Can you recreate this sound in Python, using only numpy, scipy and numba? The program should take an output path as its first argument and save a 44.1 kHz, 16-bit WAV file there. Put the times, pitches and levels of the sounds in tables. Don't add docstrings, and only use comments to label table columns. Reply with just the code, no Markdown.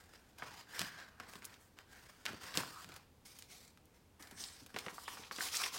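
import sys
import numpy as np
from scipy import signal
from scipy.fft import rfft, irfft
from scipy.io import wavfile
from scipy.ndimage import uniform_filter1d, map_coordinates
from numba import njit

SR = 44100
rng = np.random.default_rng(int(sys.argv[2]) if len(sys.argv) > 2 else 0)


def put_to_file(sound):
    columns = np.atleast_2d(sound).T
    safe = np.clip(columns, -1, 1)
    whole_steps = np.round(safe * 32767)
    wavfile.write(sys.argv[1], SR, whole_steps.astype(np.int16))


N = 255017
TIME = np.arange(N) / SR

# frequency_hz, level_db
AIR_SPECTRUM = [(15, -67), (25, -5), (53, -7.5), (84, -4.5), (141, -8), (249, -9), (384, -14), (439, -12),
                (607, -17.5), (714, -20), (775, -16.5), (840, -18.5), (1520, -24), (11600, -34),
                (16000, -35)]
WALL_SPECTRUM = [(100, -0.5), (500, -2.5), (1500, -4.5), (5000, -4.5), (10000, -17), (16000, -3)]
# start_s, peak_db, pitch_hz
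FINGER_BUMPS = [(0.426, -45.5, 312), (0.809, -43, 167), (1.205, -53, 256), (1.356, -48.5, 244),
                (2.295, -50, 190), (2.333, -41.5, 320), (2.5754, -32, 275), (2.615, -56, 180),
                (2.848, -54, 140), (2.894, -52.5, 145), (4.204, -51, 220), (4.318, -51, 200),
                (4.402, -53.5, 252), (4.619, -53, 188), (4.745, -45, 260), (4.763, -40, 300),
                (4.868, -37, 400), (4.927, -52.5, 300), (5.192, -50.5, 334), (5.312, -48.5, 370),
                (5.385, -41.5, 365)]
# peak_s, rise_s, fall_s, pitch_hz, level_db
EDGE_STROKES = [(.58, 0.057, 0.0089, 854, -64.5), (.86, .12, 0.085, 1655, -57),
                (1.01, 0.031, 0.036, 1530, -61.5), (1.95, 0.054, .069, 1700, -74.5),
                (2.791, .039, 0.018, 1180, -57), (4.41, 0.035, 0.032, 6000, -58),
                (4.42, 0.053, 0.1, 8160, -62), (5.09, 0.034, 0.048, 3200, -60),
                (5.46, 0.02, 0.054, 2230, -64), (5.555, 0.026, .016, 5440, -55),
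                (5.62, 0.049, 0.012, 1260, -56)]
# time_s, level_db, pitch_hz, spread_octaves, crackle_db (relative to the click)
PLASTIC_CREASES = [(.1365, -56, 1410, 1.4, 4), (.3841, -52.5, 3940, 1.9, 19), (.4225, -39, 1330, 0.25, 0.5),
                   (.7822, -47, 1740, 0.56, 0), (.7936, -33.5, 4280, 0.62, -5),
                   (.8056, -41.5, 2800, 0.77, 4), (.8164, -35.5, 2550, 0.91, -6),
                   (1.0868, -59.5, 1740, 1.1, 12), (1.2003, -42.5, 1500, 0.66, 2.5),
                   (1.3359, -49.5, 1900, 0.98, -1), (1.3553, -49, 1770, 0.88, 6),
                   (1.4219, -54, 1790, .35, 0), (1.445, -48.5, 3630, 1.6, 2), (1.4521, -43, 8800, 0.41, 1),
                   (1.5416, -55.5, 3160, 0.46, 17), (1.7885, -49.5, 2060, 0.77, -10),
                   (2.2547, -41.5, 2570, 0.73, -7), (2.2575, -40.5, 2690, 1, -6),
                   (2.2634, -34.5, 2680, 0.37, -9), (2.3324, -53, 1580, 1, -4),
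                   (2.4407, -48, 1900, 1.3, -1), (2.5412, -44, 3300, 0.35, 6),
                   (2.5737, -28, 4650, 0.37, -9), (2.6346, -41.5, 1040, 0.25, -9),
                   (2.8452, -50, 2500, 0.84, -9), (2.8909, -54, 2340, 1.2, -4),
                   (2.9195, -53, 2160, 0.62, 7), (2.94, -55, 5190, 0.93, 5), (2.963, -49, 2810, 2.1, 3)]
PAPER_FLICKS = [(3.3877, -50, 7080, 1.6, 12), (3.4236, -50.5, 4240, 1.06, -8),
                (3.7745, -60.5, 1780, 1.5, -2), (3.8556, -66, 11400, 0.63, -8),
                (4.2245, -52, 5410, 0.76, 9), (4.272, -55, 4020, 1.6, 14), (4.312, -52.5, 2510, 2.5, 1),
                (4.4391, -46.5, 4100, 0.27, -16), (4.6625, -52, 4370, 4.4, 8), (4.7432, -49, 1720, 1, 10),
                (4.7633, -36.5, 1400, 0.89, 15), (4.7877, -39.5, 3250, 1.05, 1),
                (4.8635, -41.5, 1600, 0.78, 10), (4.8835, -41, 1760, 0.57, 4),
                (4.9816, -44, 1120, 0.34, -2), (5.0798, -39, 1370, 0.93, 14),
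                (5.172, -49.5, 1170, 0.88, 12), (5.3121, -39.5, 1290, 0.72, -5),
                (5.3621, -44, 4560, 0.46, 7), (5.3851, -42.5, 1850, 0.76, 2), (5.553, -39, 5600, 0.79, 0)]
# time_s, pitch_hz
PLASTIC_RESONANCE = [(.45, 1470), (.58, 1120), (.74, 1730), (1.0, 1580), (2.1, 1570), (2.45, 1360),
                     (2.66, 1160), (2.8, 1250), (3.0, 1490)]
PAPER_RESONANCE = [(3.3, 2190), (3.7, 2260), (4.3, 1630), (4.599, 1610), (4.95, 1100), (5.2, 1050),
                   (5.45, 1070), (5.57, 1230), (5.64, 1010), (5.77, 1250)]
# frequency_hz, level_db
PLASTIC_SPECTRUM = [(150, -5.5), (430, -6), (800, 0), (1500, 2), (2100, 1), (2900, -3.5), (3700, -5.5),
                    (4900, 1.5), (6000, -9), (8500, -13.5), (10500, -20.5), (16000, -20)]
PAPER_SPECTRUM = [(150, -11.5), (500, -0.5), (850, 3), (1800, 1.5), (2400, 3.5), (2800, -4), (3400, -4),
                  (4400, 1), (5300, 2), (6500, -4.5), (9000, -5.5), (12000, -11), (16000, -12)]
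# start_s, attack_s, length_s, hiss_db, body_db, sizzle_db (the last two relative to the hiss)
PLASTIC_SLIDES = [(0, 0.0021, 0.37, -71.5, 2.5, -1.5), (.11, .025, 0.032, -66, -1, -10),
                  (.355, .05, 0.14, -59.5, 3, -7.5), (.47, .08, .14, -59, -1, -6),
                  (.655, .14, .215, -51, -0.5, -3.5), (.88, 0.12, .145, -60.5, 3, -9),
                  (1.05, 0.041, .14, -75, 10, -6), (1.195, 0.018, 0.072, -65, 6, -8),
                  (1.265, 0.038, .09, -61, 2, 0), (1.41, 0.022, .14, -66.5, 3.5, -4),
                  (1.58, 0.043, .075, -74, 3, 5.5), (1.762, .015, .04, -68.5, 5, -8),
                  (1.85, .09, .38, -65, 1.5, -2.5), (2.255, .01, 0.055, -57, 8, -5.5),
                  (2.32, 0.018, .07, -64.5, -1, -8), (2.385, .055, .155, -55, 0, -5.5),
                  (2.52, 0.059, .085, -47, 2, -1.5), (2.63, .03, 0.21, -58.5, -1, -1.5),
                  (2.86, 0.054, .12, -63, 3.5, -6)]
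PAPER_SLIDES = [(3.248, 0.0092, .035, -59, -5.5, -0.5), (3.28, .04, .16, -64, -6, -3),
                (3.46, 0.07, .105, -58, -7, -3), (3.58, 0.027, .105, -66.5, -4, -1.5),
                (3.93, 0.023, 0.031, -71, 1.5, -4), (4.19, .01, .15, -66.5, 6, 1.5),
                (4.35, 0.065, .09, -50.5, -8.5, -4.5), (4.44, .02, .18, -59, -5.5, -5.5),
                (4.66, 0.03, 0.089, -70.5, 1.5, -1), (4.74, 0.033, .17, -57.5, 1, -4.5),
                (4.89, .07, .155, -57.5, -6.5, -0.5), (5.065, 0.024, .09, -55.5, -2, -1),
                (5.16, .025, .115, -57, -4.5, -7), (5.31, 0.0072, 0.065, -52, -7.5, -5.5),
                (5.382, 0.025, .088, -43, -9, -2), (5.5, .05, .07, -40, -13, -6),
                (5.575, .035, 0.074, -41, -6, -5.5), (5.708, .035, .06, -46.5, -4.5, -3)]


def undb(db):
    return 10 ** (np.asarray(db) / 20)


def unit(x):
    return x / np.sqrt(np.mean(x ** 2))


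def add(out, start_s, sound):
    i = max(int(round(start_s * SR)), 0)
    out[i:i + len(sound)] += sound[:max(N - i, 0)]


def fade(t60_s, size):
    return np.exp(-np.log(1000) * np.arange(size) / SR / t60_s)


def colour(x, spectrum):
    hz, db = np.transpose(spectrum)
    bins_hz = np.maximum(np.fft.rfftfreq(len(x), 1 / SR), 1)
    gain = undb(np.interp(np.log(bins_hz), np.log(hz), db))
    return irfft(rfft(x) * gain, len(x))


def band(x, low_hz, high_hz):
    return signal.sosfilt(signal.butter(3, [low_hz, high_hz], "band", fs=SR, output="sos"), x)


def wander(rate_hz):
    hold = int(SR / rate_hz)
    steps = rng.standard_normal(N)[np.arange(N) // hold]
    return unit(uniform_filter1d(uniform_filter1d(steps, hold), hold))


@njit
def resonate(x, centre_hz, width_hz):
    out, band_state, low_state = np.empty(len(x)), 0., 0.
    for i in range(len(x)):
        tuning, damping = np.tan(np.pi * centre_hz[i] / SR), width_hz / centre_hz[i]
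        passed = (band_state + tuning * (x[i] - low_state)) / (1 + tuning * (tuning + damping))
        band_state = 2 * passed - band_state
        low_state += 2 * tuning * passed
        out[i] = damping * passed
    return out


def knock(push, pitch_hz, octaves, skirt_db, size=2048):
    bins_hz = np.maximum(np.fft.rfftfreq(size, 1 / SR), 20)
    away = np.log2(bins_hz / pitch_hz) / octaves
    gain = undb(-skirt_db * (np.hypot(1, away) - 1)) / np.sqrt(bins_hz + pitch_hz / 2)
    cepstrum = irfft(np.log(gain))
    cepstrum[1:size // 2] *= 2
    cepstrum[size // 2 + 1:] = 0
    response = irfft(np.exp(rfft(cepstrum)))
    return signal.fftconvolve(push, response)[:len(push)]


def room_tone(air_db, drone_hz, drone_width_hz, drone_db):
    drone = resonate(rng.standard_normal(N), np.full(N, drone_hz), drone_width_hz)
    air = band(colour(rng.standard_normal(N), AIR_SPECTRUM), 30, 19000)
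    return undb(air_db) * unit(air) + undb(drone_db) * unit(drone)


def room_reflections(x, wet_db, t60_s, size=22050):
    tail = colour(rng.standard_normal(size), WALL_SPECTRUM) * fade(t60_s, size)
    tail[:SR // 300] = 0
    return x + undb(wet_db) * signal.fftconvolve(x, unit(tail) / np.sqrt(size))[:N]


def near_reflections(x, echo_db, sway, sway_hz):
    out = x.copy()
    for lag_s in np.geomspace(.0003, .0022, 4):
        delay = lag_s * SR * np.exp(sway * wander(sway_hz))
        out += undb(echo_db) * map_coordinates(x, [np.arange(N) - delay], order=3)
    return unit(out)


def bumps(gain_db, flutter_db, flutter_cycles, soft_bump_db, size=8192):
    out = np.zeros(N)
    for start_s, peak_db, pitch_hz in FINGER_BUMPS:
        share_db = flutter_db - .52 * (peak_db - soft_bump_db)
        push = undb(share_db) * unit(rng.standard_normal(size) * fade(flutter_cycles / pitch_hz, size))
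        push[0] = np.sqrt(size)
        thud = knock(push, pitch_hz, octaves=.96, skirt_db=14)
        add(out, start_s, undb(peak_db + gain_db) * thud / np.abs(thud).max())
    return out


def edge_scrapes(gain_db, flutter_db, relative_width):
    out = np.zeros(N)
    drag = rng.standard_normal(N) * undb(flutter_db * wander(rate_hz=90))
    for peak_s, rise_s, fall_s, pitch_hz, level_db in EDGE_STROKES:
        swell = np.exp(-((TIME - peak_s) / np.where(TIME < peak_s, rise_s, fall_s)) ** 2)
        centre_hz, width_hz = np.full(N, float(pitch_hz)), relative_width * pitch_hz
        singing = resonate(resonate(drag, centre_hz, width_hz), centre_hz, width_hz)
        out += undb(level_db + gain_db) * swell * unit(singing)
    return out


def disperse(click, lag_s):
    khz = np.fft.rfftfreq(len(click), 1000 / SR)
    phase = 4 * np.pi * 1000 * lag_s * np.sqrt(khz)
    return irfft(rfft(click) * np.exp(-1j * phase), len(click))


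def snaps(rows, gain_db, skirt_db, crackle_t60_s, ring_db, ring_t60_s, lag_s=.0011, size=4096):
    out = np.zeros(N)
    for time_s, level_db, pitch_hz, octaves, crackle_db in rows:
        fold_noise, ring_noise = rng.standard_normal((2, size))
        folds = unit(fold_noise * np.abs(fold_noise) * fade(crackle_t60_s, size))
        ring = unit(ring_noise * fade(ring_t60_s, size))
        push = undb(crackle_db) * folds + undb(ring_db) * ring
        push[0] = np.sqrt(size)
        click = knock(push, pitch_hz, octaves, skirt_db)
        onset_rms = np.sqrt(np.mean(click[:SR // 200] ** 2))
        click *= undb(level_db + gain_db) / onset_rms
        travel_s = lag_s * np.sqrt(1000 / pitch_hz)
        add(out, time_s - travel_s, disperse(click, lag_s))
    return out


def crinkles(gains, count, offset_db, scatter_db, centre_hz, octaves, crackle_db=3):
    hiss = gains[0]
    travelled = np.cumsum(np.sqrt(hiss))
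    when, strength, pitch = rng.random((count, 3)).T
    at = np.searchsorted(travelled, when * travelled[-1])
    levels_db = 20 * np.log10(hiss[at]) + offset_db + scatter_db * (strength - .5)
    pitches_hz = centre_hz * 2 ** (2 * pitch - 1)
    return [(s, db, hz, octaves, crackle_db) for s, db, hz in zip(TIME[at], levels_db, pitches_hz)]


def slide_gains(slides, sag_db_per_s=22.5, release_db_per_s=227.5):
    power = np.full((3, N), 1e-14)
    for start_s, attack_s, length_s, hiss_db, body_db, sizzle_db in slides:
        age_s = TIME - start_s
        rise = np.sin(np.pi / 2 * np.clip(age_s / attack_s, 0, 1)) ** 2
        sag_db = sag_db_per_s * np.maximum(age_s - attack_s, 0)
        release_db = release_db_per_s * np.maximum(age_s - length_s, 0)
        levels = undb([hiss_db, hiss_db + body_db, hiss_db + sizzle_db])
        power += np.outer(levels, rise * undb(-sag_db - release_db)) ** 2
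    return np.sqrt(power)


def rubbing(gains, resonance, spectrum, gain_db, ring_width_hz, ring_db,
            grains_per_s, grain_spread_db, judder_db, smooth_db=2):
    sizes = undb(grain_spread_db * np.minimum(rng.exponential(size=N), 5))
    grains = (rng.random(N) < grains_per_s / SR) * sizes * rng.choice([-1, 1], N)
    slip = unit(grains) + undb(smooth_db) * rng.standard_normal(N)
    slip *= undb(judder_db * wander(rate_hz=110))
    slip = near_reflections(colour(slip, spectrum), echo_db=-14, sway=.15, sway_hz=11)
    ring = resonate(slip, np.interp(TIME, *np.transpose(resonance)), ring_width_hz)
    body = unit(band(slip + undb(ring_db) * ring, 87, 1870))
    hiss = unit(band(slip, 2850, 6900))
    sizzle = unit(band(slip, 7860, .45 * SR))
    return undb(gain_db) * np.sum(gains * [hiss, body, sizzle], axis=0)


def scene():
    plastic, paper = slide_gains(PLASTIC_SLIDES), slide_gains(PAPER_SLIDES)
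    envelope = rubbing(plastic, PLASTIC_RESONANCE, PLASTIC_SPECTRUM, gain_db=.5, ring_width_hz=270.,
                       ring_db=-5.5, grains_per_s=1500, grain_spread_db=3, judder_db=2.37)
    notes = rubbing(paper, PAPER_RESONANCE, PAPER_SPECTRUM, gain_db=-1, ring_width_hz=330.,
                    ring_db=.5, grains_per_s=1800, grain_spread_db=2, judder_db=1.85)
    scrapes = edge_scrapes(gain_db=6.5, flutter_db=3, relative_width=.26)
    small_creases = crinkles(plastic, count=36, offset_db=-5.5, scatter_db=4,
                             centre_hz=2620, octaves=.69)
    small_flicks = crinkles(paper, count=30, offset_db=.5, scatter_db=15, centre_hz=3540, octaves=.42)
    creases = snaps(PLASTIC_CREASES + small_creases, gain_db=-1, skirt_db=4.5,
                    crackle_t60_s=.039, ring_db=-8.5, ring_t60_s=.02)
    flicks = snaps(PAPER_FLICKS + small_flicks, gain_db=-.5, skirt_db=9,
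                   crackle_t60_s=.04, ring_db=-4, ring_t60_s=.026)
    thuds = bumps(gain_db=.5, flutter_db=8, flutter_cycles=26, soft_bump_db=-49.5)
    direct = envelope + notes + scrapes + creases + flicks + thuds
    handling = room_reflections(direct, wet_db=-11.5, t60_s=.45)
    background = room_tone(air_db=-67.5, drone_hz=77., drone_width_hz=12., drone_db=-74.5)
    return (handling + background)[None]


def record(dry):
    return signal.sosfilt(signal.ellip(10, .2, 70, 15950, fs=SR, output="sos"), dry)


dry = scene()
out = record(dry)
put_to_file(out)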